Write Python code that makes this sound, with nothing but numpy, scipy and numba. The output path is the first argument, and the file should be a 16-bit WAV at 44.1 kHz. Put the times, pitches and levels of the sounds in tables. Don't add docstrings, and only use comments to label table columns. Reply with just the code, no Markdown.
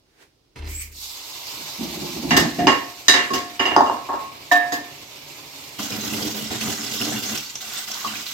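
import sys
import numpy as np
from scipy import signal
from scipy.fft import rfft, irfft, next_fast_len
from scipy.io import wavfile
from scipy.ndimage import uniform_filter1d
from numba import njit

SR = 44100
rng = np.random.default_rng(int(sys.argv[2]) if len(sys.argv) > 2 else 0)


def digitize_waveform(pressure):
    field = np.atleast_2d(pressure).T
    bounded = np.clip(field, -1, 1)
    quanta = np.round(bounded * 32767).astype(np.int16)
    wavfile.write(sys.argv[1], SR, quanta)


N = 367353
TIME = np.arange(N) / SR


def undb(db):
    return 10 ** (np.asarray(db) / 20)


def unit(x):
    return x / np.sqrt(np.mean(x ** 2) + 1e-20)


def curve(rows, index=1):
    rows = np.array(rows)
    return np.interp(TIME, rows[:, 0], rows[:, index])


def swell(rows, index=1):
    inside = (TIME >= rows[0][0]) & (TIME <= rows[-1][0] + .02)
    return undb(curve(rows, index)) * uniform_filter1d(inside * 1., size=500)


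def gesture(s, length_s, attack_s, release_s):
    build = np.clip((TIME - s) / attack_s, 0, 1)
    return build * np.exp(-np.clip((TIME - s - length_s) / release_s, 0, 20))


def gestures(rows, attack_s, release_s, index=2):
    moves = [undb(row[index]) * gesture(row[0], row[1], attack_s, release_s) for row in rows]
    return np.max(moves, axis=0)


def colour(x, points):
    hz, db = np.transpose(points)
    size = next_fast_len(N, True)
    f = np.fft.rfftfreq(size, 1 / SR) + 1
    skirts = 1 / np.sqrt((1 + (hz[0] / f) ** 8) * (1 + (f / hz[-1]) ** 8))
    shape = skirts * undb(np.interp(np.log(f), np.log(hz), db))
    return irfft(rfft(x, size) * shape, size)[..., :N]


def band(x, lo_hz, hi_hz):
    edges = [lo_hz, min(hi_hz, SR / 2 - 100)]
    return signal.sosfilt(signal.butter(3, edges, "band", fs=SR, output="sos"), x)


def add(out, s, sound):
    start = int(s * SR)
    out[:, start:start + sound.shape[-1]] += sound[..., :N - start]


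def diffuse(size, alike_hz=550):
    mid, side = rng.standard_normal((2, size))
    side = signal.sosfilt(signal.butter(1, alike_hz, "high", fs=SR, output="sos"), side)
    return np.array([mid + side, mid - side]) / np.sqrt(2)


def room(x, wet_db, early_db=3, early_s=0.0069):
    tail_t60_s = .36
    t = TIME[:SR // 2]
    early = diffuse(len(t)) * np.exp(-t / early_s)
    tail = diffuse(len(t)) * undb(-60 * t / tail_t60_s)
    response = (undb(early_db) * unit(early) + undb(wet_db) * unit(tail)) / np.sqrt(len(t))
    response[:, 0] += 1
    response /= np.sqrt(np.sum(response ** 2) / 2)
    return signal.fftconvolve(x[None], response, axes=1)[:, :len(x)]


@njit
def ring(start, hz, cycles, size, glide):
    out = np.zeros(N)
    for k in range(len(start)):
        life = cycles[k] * SR / hz[k]
        turn = 2 * np.pi * hz[k] / SR
        z = size[k] + 0j
        step = np.exp(1j * turn - 5 / life)
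        bend = np.exp(1j * turn * glide / life)
        for i in range(start[k], min(N, start[k] + int(life))):
            z, step = z * step, step * bend
            out[i] += z.imag
    return out


def grains(rate, lo_hz, hi_hz, cycles, spread_db, glide):
    when, pitch, length, size = rng.random((int(rate * N / SR), 4)).T
    hz = lo_hz * (hi_hz / lo_hz) ** pitch
    size = undb(-spread_db * np.log(size + .004)) * hz
    return unit(ring((when * N).astype(np.int64), hz, cycles * (.5 + length), size, float(glide)))


def swarm(rate, lo_hz, hi_hz, cycles, spread_db, glide, wet_db, count=4):
    spots = [room(grains(rate / count, lo_hz, hi_hz, cycles, spread_db, glide), wet_db, early_s=0.014)
             for _ in range(count)]
    return unit(sum(spots))


def jet():
    # t/s, level/dB (before the trims below), share landing in standing water (0-1)
    landing = [(1.15, -35.5, 0.07), (1.5, -32, 0.1), (2.05, -31, 0.16), (3.0, -38, 0.21), (4.3, -40, 0.36),
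               (5.1, -39, 0.29), (5.7, -37, 0.22), (7.5, -40.5, 0.2)]
    # f/Hz, relative level/dB
    rice_colour = [(250, -47), (420, -10), (519, -24), (880, -4), (1740, -20.5), (2210, -14), (2690, -11.5),
                   (4360, -3), (9280, -13.5), (13100, -2), (15500, -9.5)]
    pool_colour = [(41, -6), (70, -2.5), (144, 10.5), (177, -6), (291, 8.5), (348, 2), (390, 3.5),
                   (1030, -14.5), (1550, -15), (2320, -1), (4280, -20), (15500, -32.5)]
    open_s, flow_rise_s, thicken_s = 0.914, 0.14, 0.29

    patter = swarm(10000, 89, 14800, cycles=2.1, spread_db=0.5, glide=0, wet_db=8)
    bubbles = swarm(2600, 500, 8450, cycles=21, spread_db=1.0, glide=0.033, wet_db=10.5, count=2)
    water = patter + undb(3.0) * bubbles
    on_rice = colour(water, rice_colour)
    in_pool = colour(water, pool_colour)
    on_rice = on_rice / np.std(band(on_rice, 2500, 15000))
    in_pool = in_pool / np.std(band(in_pool, 2500, 15000))
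    pool = np.clip(curve(landing, index=2), 0, 1)
    full = (1 - pool) * undb(-2.5) * on_rice + pool * undb(-3.5) * in_pool
    spray = colour(full, [(900, -18), (4000, 6.0), (16000, 9.5)])
    opening = np.clip((TIME - open_s) / flow_rise_s, 0, 1)
    thick = np.clip((TIME - open_s) / thicken_s, 0, 1)
    flutter_db = .9 * unit(band(rng.standard_normal(N), 3, 18))
    flow = opening * undb(curve(landing) + flutter_db)
    return flow * (thick * full + (1 - thick) * spray)


def swish():
    # t/s, length/s, rubbing level/dB, sloshing level/dB, drumming level/dB
    strokes = [(5.783, .07, -30, -39.5, -33), (5.895, 0.086, -30.5, -38.5, -31),
               (6.02, 0.08, -29.5, -40, -31), (6.115, .17, -29.5, -42, -28.5), (6.335, 0.11, -31, -48, -32),
               (6.495, 0.065, -30, -37, -28), (6.6, .12, -28, -35, -30.5), (6.775, 0.13, -31.5, -42, -37),
               (6.905, 0.047, -27.5, -47, -33.5), (6.995, 0.083, -27.5, -36.5, -30.5),
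               (7.06, .1, -29, -34.5, -29), (7.215, 0.15, -28, -40, -33.5), (7.6, 0.15, -33.5, -43.5, -51),
               (7.725, 0.083, -31, -42, -50.5), (7.87, 0.22, -32, -40.5, -52),
               (8.04, 0.15, -31.5, -40.5, -41.5), (8.25, 0.11, -30.5, -57, -56)]
    # t/s, level/dB
    tosses = [(2.363, -16.5), (3.331, -24), (4.513, -23), (4.719, -27.5)]
    # f/Hz, relative level/dB
    rub_colour = [(880, -6.5), (1500, 3.5), (1790, -15.5), (1950, 2.5), (2440, -3), (2750, 3), (4390, 2),
                  (5290, 3.5), (7230, 1.5), (9330, -10), (12600, 0), (15500, -5.5)]
    drum_colour = [(45, -22), (80, -6.5), (115, 5), (168, -9.5), (215, 8), (260, -4.5), (300, 4),
                   (345, -12), (395, -2.5), (560, -10), (720, -9.5), (950, -9)]
    attack_s, releases_s = 0.011, (0.11, 0.055, 0.046)

    ticks = swarm(4500, 1050, 20300, cycles=6.6, spread_db=4.0, glide=0, wet_db=6.5)
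    bubbles = swarm(1300, 1534, 9060, cycles=68, spread_db=4.5, glide=0.15, wet_db=9.5, count=2)
    rub = unit(colour(ticks + undb(-3.5) * bubbles, rub_colour))
    rub *= undb(1.1 * unit(band(rng.standard_normal(N), 12.4, 40)))
    slosh = swarm(500, 630, 2040, cycles=6.6, spread_db=3, glide=0.052, wet_db=-13, count=2)
    slosh = unit(band(slosh, 553, 2900))
    drum = swarm(1400, 43, 970, cycles=3.7, spread_db=2.6, glide=0, wet_db=2, count=2)
    drum = unit(colour(drum, drum_colour))
    hands = 0
    for column, layer, release_s in zip((2, 3, 4), (rub, slosh, drum), releases_s):
        hands = hands + layer * gestures(strokes, attack_s, release_s, index=column)
    tossed = sum(undb(db) * gesture(s, length_s=.012, attack_s=.008, release_s=0.03) for s, db in tosses)
    return hands + rub * tossed


def splashes(cycles=14, rise_cycles=3, snap_db=-6):
    # t/s, strength/dB (before pitch weighting and final gain), bubble f/Hz
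    slaps = [(6.135, -20, 2700), (6.225, -14, 4740), (6.612, -18.5, 2620), (6.864, -17, 5000),
             (7.013, -15, 2800), (7.376, -13, 5560), (7.555, -11, 5800), (7.916, -13, 5560),
             (8.047, -15.5, 1080), (8.058, -23, 1130), (8.154, -20, 2380), (8.266, -16.5, 3900)]
    s, db, hz = np.transpose(slaps)
    start, each = (s * SR).astype(np.int64), np.ones(len(s))
    size = undb(db - 1.0 * np.log2(hz / 3000))
    pops = ring(start, hz.copy(), cycles * each, size, 0.099)
    pops = pops - ring(start, hz.copy(), rise_cycles * each, size, 0.)
    snaps = ring(start, 3700.0 * each, 4.1 * each, undb(db + snap_db), 0.)
    return undb(7.5) * room(pops + snaps, wet_db=7.5, early_db=9.5)


def metal(modes, t, spot_hz, boost_db, spot_width=0.087, detune=0.0013):
    out = 0
    for hz, db, t60 in modes:
        favour = boost_db * np.exp(-(np.log(hz / spot_hz) / spot_width) ** 2)
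        phase = min(hz / 1600, 1.3) * rng.uniform(-1.82, 1) * np.array([[1], [-1]])
        pitch = hz * (1 + detune * rng.standard_normal())
        out = out + undb(db + favour - 60 * t / t60) * np.sin(2 * np.pi * pitch * t + phase)
    return out


def knocks(clatter_db=4, clatter_t60=0.61, attack_s=0.0037, crack_s=0.0026):
    # t/s, crack peak/dB, levels of thud/dB, body/dB, clang/dB, edge/dB,
    # basin over pot/dB, mode favoured by the spot f/Hz, its boost/dB, damping by the hands/(dB per s)
    blows = [(2.307, -10, -37, -21.5, -16.5, -26.5, 3, 1800, -1, 30),
             (2.364, -17, -20, -22.5, -17, -20.5, -1, 1830, 8, 51),
             (2.587, -45, -19.5, -18.5, -29.5, -41, 3, 714, 28, 26),
             (2.669, -5, -17.5, -13.5, -15, -24.5, -6, 1110, 0.5, 38),
             (3.082, 2, -27, -24, -12, -12, 9.5, 4030, 10, 70),
             (3.137, -13, -33.5, -24.5, -18.5, -29, -4, 3880, 14, 22),
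             (3.177, -18, -34, -42, -24.5, -61, 3, 1770, 14, 22),
             (3.303, -46, -25, -20.5, -61, -42, -7, 1100, 31, 36),
             (3.334, -28, -31, -28.5, -28, -29, -8, 738, 15, 1),
             (3.594, -26, -27.5, -23, -19, -33, -5, 3080, 11, 47),
             (3.654, -16, -32, -25.5, -20, -32, -6, 2860, 10, 34),
             (3.708, -30, -33, -30, -28, -54, -8, 3000, 10, 41),
             (3.763, 3, -21.5, -12.5, -35, -33, -8.5, 4730, 11, 51),
             (3.806, -1.5, -35, -20, -57, -45, -12, 886, 11.5, 56),
             (3.861, -28, -43, -27, -34, -38.5, -13, 2900, 12, 2),
             (3.897, -5, -35, -25.5, -55, -58, -15, 990, 17, 21),
             (4.088, -30, -38.5, -24, -60, -64, -9, 1004, 13, 10),
             (4.129, -28, -37.5, -26, -46, -56, -29, 1100, 0.5, -17),
             (4.513, -16, -30.5, -14, -13, -49, 34, 1845, 4, 6),
             (4.721, -20, -32.5, -27, -24, -33.5, 23.5, 1850, 13, 15)]
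    edges_hz = [115, 500, 1400, 3400, 16000]
    # f/Hz, relative level/dB, t60/s (before the hands' damping)
    basin_modes = [(294.1, -14, 0.41), (711, -3.5, 0.9), (964, -9, 0.13), (1120, -10, 0.13),
                   (1690, -15, 0.55), (1797, -2, 0.31), (2080, -40, 0.59), (3756, -18, 0.36),
                   (3800, -26, 0.33), (3954, -15.5, 0.076), (3860, -17, 0.33), (4810, -12, 0.17),
                   (5100, -16.5, 0.27), (6370, -15, 0.051), (6340, -12, 0.12)]
    pot_modes = [(302.5, -10.5, 0.29), (383.4, -1.5, 0.19), (571.6, -14.5, 0.52), (760, 0.5, 0.063),
                 (870.6, 1, 0.13), (924, 2, 0.092), (1035, -19, 0.91), (1091, -4.5, 0.53),
                 (1307, -7, 0.098), (1390, -17, 0.38), (1646, -9, 0.18), (1886, -13, 0.086),
                 (2340, -8, 0.1), (2670, -24, 0.1), (2810, -2.5, 0.33), (2833, -6.5, 0.31),
                 (2900, -4.5, 0.12), (3016, -13.5, 0.17), (4760, -13, 0.18), (4800, -8.5, 0.27),
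                 (5100, -2.5, 0.084), (5370, -12, 0.16), (6170, -5, 0.13), (7350, -16, 0.23)]
    # f/Hz, relative level/dB
    clatter_colour = [(70, 12), (160, -22.5), (260, 6.5), (390, -0.5), (520, -2), (1050, 3.5),
                      (1450, -11.5), (1800, 2), (2500, -9.5), (3800, -12.5), (7000, -16.5), (9400, -32.5),
                      (13000, -36.5), (15500, -55)]

    out, t = np.zeros((2, N)), TIME[:int(.8 * SR)]
    dense = unit(colour(diffuse(N), clatter_colour))
    for s, crack_db, *levels, basin_db, spot_hz, boost_db, damping in blows:
        basin = undb(basin_db / 2) * metal(basin_modes, t, spot_hz, boost_db)
        pot = undb(-basin_db / 2) * metal(pot_modes, t, spot_hz, boost_db)
        rings = basin + pot
        rings = rings + undb(-3) * room(rings[0], wet_db=11.5, early_db=-0.5)
        clatter = dense[:, int(s * SR):][:, :len(t)] * undb(clatter_db - 60 * t / clatter_t60)
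        raw = (rings + clatter) * undb(-damping * t) * (1 - np.exp(-t / attack_s))
        blow = 0
        for lo_hz, hi_hz, db in zip(edges_hz, edges_hz[1:], levels):
            part = band(raw, lo_hz, hi_hz)
            onset = np.std(part[:, :SR // 20], axis=1, keepdims=True)
            blow = blow + part * undb(db) / onset
        crack = blow * np.exp(-(t / crack_s) ** 2)
        add(out, s, blow + crack * undb(crack_db) / np.abs(crack).max())
    return out


def drag(groan_db=-6, groan_width_hz=22):
    # t/s, length/s, level/dB, strongest resonance f/Hz
    tugs = [(1.562, .05, -43.5, 171), (1.783, 0.078, -31.5, 218), (2, 0.047, -31, 180),
            (2.149, 0.034, -32, 178), (2.214, 0.077, -28.5, 295), (2.304, 0.14, -19.5, 208),
            (2.578, 0.073, -22, 289.7)]
    # f/Hz, relative level/dB
    judder_colour = [(42, -41), (72, -11), (107, -11), (139, -1), (374, -2.5), (514, -21), (558, -12.5),
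                     (651, -15.5), (894, -13.5), (1200, -30), (1560, -53), (2640, -120)]
    attack_s, release_s, slide_db = 0.016, 0.05, -36.5

    judder = unit(colour(room(grains(1400, 64, 1180, 5.2, 2.5, 0), wet_db=-0.5), judder_colour))
    grip = unit(band(rng.standard_normal(N), 2.0, groan_width_hz))
    pitch = curve([(s + length / 2, hz) for s, length, _, hz in tugs])
    tone = np.sin(2 * np.pi * np.cumsum(pitch) / SR)
    groan = unit(room(grip * tone, wet_db=1, early_db=-26))
    first_s, last_s = tugs[1][0], tugs[-1][0]
    slide = undb(slide_db) * gesture(first_s, last_s - first_s, attack_s, release_s)
    force = np.maximum(gestures(tugs, attack_s, release_s), slide)
    return force * (judder + undb(groan_db) * groan)


def valve():
    # t/s, level/dB (before a 2 dB cut)
    spit = [(0.64, -64), (0.698, -36), (0.778, -37), (0.786, -40.5), (0.82, -31), (0.914, -52), (0.92, -46)]
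    # f/Hz, relative level/dB
    spit_colour = [(590, -64), (1000, -29), (1390, -19), (1550, -22), (2360, -2), (2590, -11.5),
                   (4050, -21), (4240, -15.5), (5920, -12.5), (7790, -9.5), (9800, -20), (12900, -12),
                   (15500, -17)]
    # t/s, f/Hz, level/dB
    narrow_gap = [(.735, 7050, -53), (.752, 7550, -27.5), (.77, 7880, -31), (.79, 7860, -29),
                  (.82, 8350, -30), (.845, 8160, -68)]

    hiss = unit(colour(diffuse(N), spit_colour)) * swell(spit) * undb(-2.0)
    waver = 1 + 0.028 * unit(band(rng.standard_normal(N), 30, 400))
    phase = 2 * np.pi * np.cumsum(curve(narrow_gap) * waver) / SR
    whistle = np.sin(phase) * swell(narrow_gap, index=2)
    return hiss + room(whistle, wet_db=-12, early_db=8)


def footsteps():
    # f/Hz, relative level/dB
    rustle = [(.05, -73), (.17, -62), (.225, -49.5), (.28, -64.5), (.36, -80)]
    rustle_colour = [(88, -59), (150, -24), (386, -9), (601, -17), (1350, -20), (1460, -17), (1570, -15.5),
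                     (9270, -29.5), (15000, -37)]
    # f/Hz, relative level/dB
    scuff = [(.552, -69), (.56, -38.5), (.62, -41.5), (.69, -40), (.8, -53), (.95, -54), (1.1, -66)]
    scuff_colour = [(71, -31.5), (120, -3.5), (166, -16), (286, -8), (323, -6), (546, -22.5), (2200, -21),
                    (3720, -25.5), (4460, -26.5), (15000, -47)]
    # f/Hz, level/dB (before the soft onset), t60/s
    step_modes = [(44, -25, 0.92), (52, -36, 0.46), (76, -18.5, 0.82), (112, -50, 0.36)]

    scrape = room(grains(5000, 93, 15000, 3.0, 4.2, 0), wet_db=0.5)
    out = unit(colour(scrape, scuff_colour)) * swell(scuff)
    out += unit(colour(diffuse(N), rustle_colour)) * swell(rustle)
    t = TIME[:SR]
    boom = sum(undb(db - 60 * t / t60) * np.sin(2 * np.pi * hz * t) for hz, db, t60 in step_modes)
    add(out, .575, boom * (1 - np.exp(-t / 0.096)))
    return out


def room_tone():
    # f/Hz, relative level/dB
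    tone_colour = [(18, -36), (30, 8), (143, 2.5), (216, -3), (253, 2), (384, 2), (524, -5), (1690, -17),
                   (5170, -12), (7630, -23), (15000, -28)]
    return unit(colour(diffuse(N), tone_colour)) * undb(-63.5)


def scene():
    # f/Hz, left minus right level/dB
    balance = [(60, 2.5), (110, -3), (200, -1.5), (380, -2.5), (700, -0.5), (1290, -1), (2380, -5),
               (4400, -4), (8120, 2), (15000, -14)]
    water = jet() + swish() + splashes()
    left, right = water + knocks() + drag() + valve() + footsteps() + room_tone()
    hz, lean_db = np.transpose(balance)
    lean = undb(np.interp(np.fft.rfftfreq(N, 1 / SR), hz, lean_db) / 2)
    return np.array([irfft(rfft(left) * lean, N), irfft(rfft(right) / lean, N)])


def record(dry):
    top_hz = 15900
    return signal.sosfilt(signal.ellip(10, .2, 70, top_hz, fs=SR, output="sos"), np.clip(dry, -1, 1))


dry = scene()
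out = record(dry)
digitize_waveform(out)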